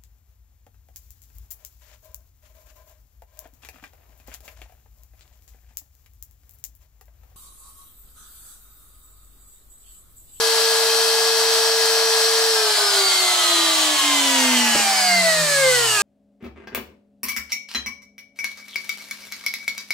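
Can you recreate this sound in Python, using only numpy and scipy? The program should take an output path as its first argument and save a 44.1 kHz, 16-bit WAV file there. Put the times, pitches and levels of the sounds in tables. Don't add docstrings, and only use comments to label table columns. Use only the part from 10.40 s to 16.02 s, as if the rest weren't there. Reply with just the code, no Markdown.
import sys
import numpy as np
from scipy import signal
from scipy.fft import rfft, irfft, next_fast_len
from scipy.io import wavfile
from scipy.ndimage import map_coordinates

SR = 44100
rng = np.random.default_rng(int(sys.argv[2]) if len(sys.argv) > 2 else 0)


def dump(signal):
    limited = np.clip(np.atleast_2d(signal).T, -1, 1)
    pcm = np.round(limited * 32767).astype(np.int16)
    wavfile.write(sys.argv[1], SR, pcm)


N = 247842

# (frequency [Hz], width [Hz], gain [dB])
HOUSING_PEAKS = [(382, 160, -10.5), (518, 52, 10.5), (660, 90, 4), (792, 21, 5.5), (1030, 25, 2),
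                 (1165, 64, -1), (1295, 47, 1.5), (1444, 64, 5.5), (1648, 94, 9), (2044, 198, 11.5),
                 (2650, 89, -5), (2950, 270, 6), (4320, 720, 10.5), (6640, 1650, 5)]
# (frequency [Hz], width [Hz], gain [dB])
MOUNT_PEAKS = [(107, 7.2, -19), (166, 3.9, 10), (187.5, 8.4, 9), (209, 7, -4), (244.6, 22.4, 15),
               (290, 36.5, 10.5), (296.5, 2.7, -17), (334.4, 11, 8.5), (369, 6, 7), (391.6, 9.4, 14.5),
               (409, 5.1, 11), (417, 2.8, -4), (427, 12, 9), (451.4, 23, 17)]
# list of (frequency [Hz], width [Hz], gain [dB]))
FAN_TONES = [(12, -47.5, -36.5, -43.5, [(2870, 180, 12), (3920, 240, 9), (4460, 440, 13), (5480, 420, 7)]),
             (13, -39.5, -38, -47, [(2938, 86, 16.5), (3130, 90, 13.5), (3560, 470, 11.5), (4170, 220, 9.5),
             (5250, 140, 11), (5750, 250, 6)]), (24, -38, -45.5, -41, [(2900, 280, 14), (4260, 310, 11.5),
             (4835, 380, 15.5), (5250, 120, -12), (6100, 960, 10.5)])]
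# (pitch [cycles a turn], level under power [dB], level coasting [dB])
MOTOR_TONES = [(2, -39, -32.5), (3, -36, -35), (4, -46, -42.5), (7, -44, -60), (10, -51, -41),
               (14, -59, -44), (15, -52, -45.5), (17, -61.5, -54), (19, -63, -49), (21, -65, -43),
               (22, -44, -46), (27, -60.5, -42), (31, -64, -41)]
# (frequency [Hz], relative level [dB])
RUSH_COLOUR = [(30, -48), (120, -36.5), (270, -23.5), (350, -10), (490, -9), (565, -15), (625, -1),
               (790, -1), (1250, -2.5), (2300, -9.5), (4400, -7.5), (8000, -8.5), (11000, -13),
               (15500, -22.5)]
# (frequency [Hz], relative level [dB])
VENT_COLOUR = [(2400, -4.5), (2850, -5.5), (3130, 5), (3650, -2), (4400, 3), (5600, -0.5)]
# (pitch [cycles a turn], relative level [dB])
VORTEX_COLOUR = [(.8, -76), (2, -35), (5.5, -15), (7, -7.5), (9.3, 0), (10.6, -1), (12.5, -5.5), (14, -41),
                 (17.5, -5.5), (20, -19), (25, -13), (36, -25.5)]
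# (frequency [Hz], relative level [dB])
HISS_COLOUR = [(40, -35.5), (350, -13.5), (550, -21), (700, -11), (2100, -8), (2600, -3.5), (3600, -8.5),
               (4300, 0.5), (5800, -3.5), (7300, -1), (8200, 1.5), (9200, -5.5), (12000, -10.5),
               (15500, -19.5)]
# (pitch [ball-pass multiples],
# added pitch [cycles a turn], level at full speed [dB], level when slow [dB])
BEARING_TONES = [(1, 0, -42.5, -27.5), (1, 1.5, -52, -58), (1, 2.5, -41.5, -49.5), (-1, 10, -53, -46.5),
                 (2, 0.5, -56, -38), (2, 1, -52, -38.5), (3, 0.5, -55, -30.5), (4, 0.5, -76, -34.5),
                 (6, -0.5, -63, -43)]
# (time [s], relative level [dB])
KNOCK_BUMPS = [(4.35, -15.5), (4.37, -27), (4.394, -23)]
# (frequency [Hz], relative level [dB], time to fall 60 dB [s])
ARM_MODES = [(90, -12, 0.13), (170, -4.5, 0.15), (323, 16, 0.042), (430, 6, 0.065), (576, 12, .05)]
# (frequency [Hz], likeness [0 to 1])
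EAR_LIKENESS = [(60, 0.95), (130, 1), (290, 0.96), (640, 0.97), (1410, 0.68), (3100, 0.2), (6820, 0.5),
                (15000, 0.13)]
# (frequency [Hz], left minus right [dB])
LEFT_LEAN = [(100, -.5), (440, -2.5), (650, 0), (2500, -2), (4500, 0.5), (8000, -1.7), (13000, 2)]
# (time [s], left minus right [dB])
SLEEVE_SHADE = [(0, 3.5), (2.2, 2.5), (2.7, 1), (3.3, 1)]
# (frequency [Hz], time to fall 60 dB [s])
SHOP_DECAY = [(200, 0.23), (2000, 0.17), (12000, 0.088)]

TOP_HZ = 15750
FULL_HZ, SAG_HZ, OFF_S = 453.3, 2.8, 2.103
FRICTION_HZ_PER_S, DRAG_HZ, DRAG_S = 91.2, 18.1, .353
BIND_HZ, BIND_S = 2.1, .33
RELEASE_S = 0.6
HUM_DB = -41.5
MOTOR_FADE_DB, FADE_ORDER = -26.5, 5.4
MOTOR_SLOW_DB = -4
JITTER_TURNS = .0016
RUSH_DB, VORTEX_DB = -23.5, -23.5
AIR_KNEE_HZ, RUSH_DB_PER_OCTAVE, VORTEX_DB_PER_OCTAVE = 231, 14, 27
HISS_DB, HISS_FREE_DB, HISS_SLOW_DB, HISS_RISE_S = -29.5, 4.5, 5, 0.63
BALL_ORDER, BALL_SLIP = 3.662, .016
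BEARING_GROWTH = 0.47


def amp(db):
    return 10 ** (np.asarray(db) / 20)


def unit(x):
    return x / np.sqrt(np.mean(x ** 2) + 1e-20)


def along(points, hz):
    f, value = np.transpose(points)
    return np.interp(np.log(hz + 1e-6), np.log(f), value)


def curves(rows):
    times, *columns = np.transpose(rows)
    return [np.interp(np.arange(N) / SR, times, column) for column in columns]


def peaks(table, hz):
    grid = np.arange(0, SR // 2, 2)
    gain_db = sum(db * np.exp(-((grid - centre) / width) ** 2) for centre, width, db in table)
    return np.interp(hz, grid, gain_db)


def wobble(rate):
    knots = rng.standard_normal(int(N * rate / SR) + 4)
    coarse = np.arange(0, N, 64)
    return np.interp(np.arange(N), coarse, map_coordinates(knots, [coarse * rate / SR]))


def filtered(x, response):
    m = next_fast_len(N + SR // 2)
    spectrum = rfft(x, m) * response(np.fft.rfftfreq(m, 1 / SR))
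    return irfft(spectrum, m)[..., :N]


def noise(colour):
    def mid_side_gain(hz):
        angle = np.arccos(np.clip(along(EAR_LIKENESS, hz), 0, 1)) / 2
        return amp(colour(hz)) * [np.cos(angle), np.sin(angle)]
    mid, side = filtered(rng.standard_normal((2, N)), mid_side_gain)
    return unit(np.array([mid + side, mid - side]))


def tone(turns, order):
    return np.sqrt(2) * np.sin(2 * np.pi * (order * turns + rng.random()))


def shaft():
    t = np.arange(N) / SR
    coast = np.maximum(t - OFF_S, 0)
    powered = FULL_HZ - SAG_HZ * np.minimum(t / OFF_S, 1) ** 2
    drag = DRAG_HZ * (1 - np.exp(-coast / DRAG_S))
    bind = BIND_HZ * np.exp((t - t[-1]) / BIND_S)
    return powered - FRICTION_HZ_PER_S * coast - drag - bind


def since_off(rise_s):
    return np.clip((np.arange(N) / SR - OFF_S) / rise_s, 0, 1)


def slowness(speed):
    start_hz = FULL_HZ - SAG_HZ
    return np.clip((start_hz - speed) / (start_hz - speed.min()), 0, 1)


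def hum(speed, turns, spread_s=0.0002):
    lead = np.array([[1], [-1]]) * spread_s * speed / 2
    return amp(HUM_DB + peaks(MOUNT_PEAKS, speed)) * tone(turns + lead, order=1)


def siren(speed, turns):
    out = np.zeros(N)
    for order, first_db, off_db, end_db, modes in FAN_TONES:
        level_db = curves([(0, first_db), (OFF_S, off_db), (N / SR, end_db)])[0]
        level_db = level_db + peaks(modes, round(order) * speed)
        gain = amp(level_db + 1.42 * wobble(28))
        out += gain * tone(turns + 0.0014 * wobble(60), round(order))
    return out


def whine(speed, turns):
    coasting, slow = since_off(RELEASE_S), slowness(speed)
    out = np.zeros(N)
    for order, power_db, coast_db in MOTOR_TONES:
        level_db = power_db + coasting * (coast_db - power_db)
        fade_db = MOTOR_FADE_DB * slow / (1 + (order / FADE_ORDER) ** 2) + MOTOR_SLOW_DB * slow ** 3
        db = level_db + fade_db + peaks(HOUSING_PEAKS, round(order) * speed)
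        gain = amp(db + 1.0 * wobble(22))
        out += gain * tone(turns + JITTER_TURNS * wobble(50), round(order))
    return out


def buzz(speed, turns, stop_order=52):
    comb = np.zeros(N)
    for whole in range(16, stop_order):
        for order in (whole, whole + BALL_ORDER):
            hz = order * speed
            treble_cut = (hz < TOP_HZ) / (1 + (hz / 8000) ** 2)
            comb += amp(6.7 * wobble(4)) * tone(turns, order) * treble_cut
    return amp(-62.5 - 10 * np.log2(speed / speed.mean()).clip(-1, 1)) * comb


def fan(speed):
    octaves_down = np.log2(np.maximum(AIR_KNEE_HZ / speed, 1))
    rush_db = RUSH_DB - RUSH_DB_PER_OCTAVE * octaves_down
    vortex_db = VORTEX_DB - VORTEX_DB_PER_OCTAVE * octaves_down
    rush = noise(lambda hz: along(RUSH_COLOUR, hz) + 0.31 * peaks(HOUSING_PEAKS, hz))
    hz, t, slices = signal.stft(noise(lambda hz: along(VENT_COLOUR, hz)), SR, nperseg=1024)
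    slice_speed = np.interp(t, np.arange(N) / SR, speed)
    gain = amp(along(VORTEX_COLOUR, hz[:, None] / slice_speed))
    shaped = slices * gain / np.linalg.norm(gain, axis=0)
    vortex = unit(signal.istft(shaped, SR, nperseg=1024)[1][:, :N])
    return amp(rush_db + 0.55 * wobble(14)) * rush + amp(vortex_db + 0.63 * wobble(11)) * vortex


def bearing_hiss(speed, turns):
    hiss = noise(lambda hz: along(HISS_COLOUR, hz))
    db = HISS_DB + HISS_FREE_DB * since_off(HISS_RISE_S) + HISS_SLOW_DB * slowness(speed) ** 2
    pulsing = unit(hiss * (1 + 0.083 * tone(turns, order=1)))
    return amp(db + 0.61 * wobble(11)) * pulsing


def bearing_song(speed):
    slow = slowness(speed)
    pass_hz = speed * (BALL_ORDER - BALL_SLIP * slow)
    slip = 0.019 * wobble(35)
    out = np.zeros(N)
    for multiple, sideband, fast_db, slow_db in BEARING_TONES:
        hz = round(multiple) * pass_hz + round(sideband) * speed
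        level_db = fast_db + (slow_db - fast_db) * slow ** BEARING_GROWTH
        gain = amp(level_db + peaks(HOUSING_PEAKS, hz) + 1.28 * wobble(20))
        out += gain * tone(np.cumsum(hz) / SR + multiple * slip, order=1)
    return out


def bench(x, depth, count=10):
    delays_s = rng.uniform(.001, .014, count)
    copies = np.zeros_like(x)
    for k, delay_s in enumerate(delays_s):
        copies += (-1) ** k * np.pad(x, [(0, 0), (round(delay_s * SR), 0)])[:, :N]
    dull = filtered(copies, lambda hz: 1 / np.hypot(1, hz / 4000))
    return x + depth * dull / np.sqrt(count)


def workshop(x):
    hz, t, slices = signal.stft(rng.standard_normal((2, SR // 3)), SR, nperseg=256)
    fade = amp(-60 * t / along(SHOP_DECAY, hz)[:, None])
    tail = signal.istft(slices * fade, SR, nperseg=256)[1]
    return signal.fftconvolve(x[None], tail / np.linalg.norm(tail[0]), axes=1)[:, :N]


def knock():
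    out, t = np.zeros(N), np.arange(SR // 4) / SR
    soft_start = 1 - np.exp(-t / 0.0021)
    for start_s, bump_db in KNOCK_BUMPS:
        ring = np.zeros(len(t))
        for hz, level_db, t60 in ARM_MODES:
            fade = amp(level_db + rng.normal(0, 2.7) - 60 * t / t60)
            ring += fade * np.sin(2 * np.pi * hz * t)
        out[round(start_s * SR):][:len(t)] += amp(bump_db - 12) * ring * soft_start
    return out


def scene():
    speed = shaft() * (1 + 0.00031 * wobble(8))
    turns = np.cumsum(speed) / SR
    low = hum(speed, turns) + knock()
    tones = bearing_song(speed) + siren(speed, turns)
    overtones = bench((whine(speed, turns) + buzz(speed, turns))[None], depth=0.49)[0]
    air = bench(fan(speed) + bearing_hiss(speed, turns), depth=0.38)
    air = air * amp(-.5 + 0.45 * wobble(18))
    room = workshop(amp(-8) * (tones + overtones))
    shade = amp(np.array([[1], [-1]]) * curves(SLEEVE_SHADE)[0] / 2)
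    return low + shade * (tones + overtones + air + room)


def record(dry):
    ears = np.array([[1], [-1]])

    def response(hz):
        lean = amp(ears * along(LEFT_LEAN, hz) / 2)
        lead = np.exp(1j * np.pi * ears * hz * .000022)
        return lean * lead * (hz < TOP_HZ)
    return filtered(dry, response)


dry = scene()
out = record(dry)
dump(out)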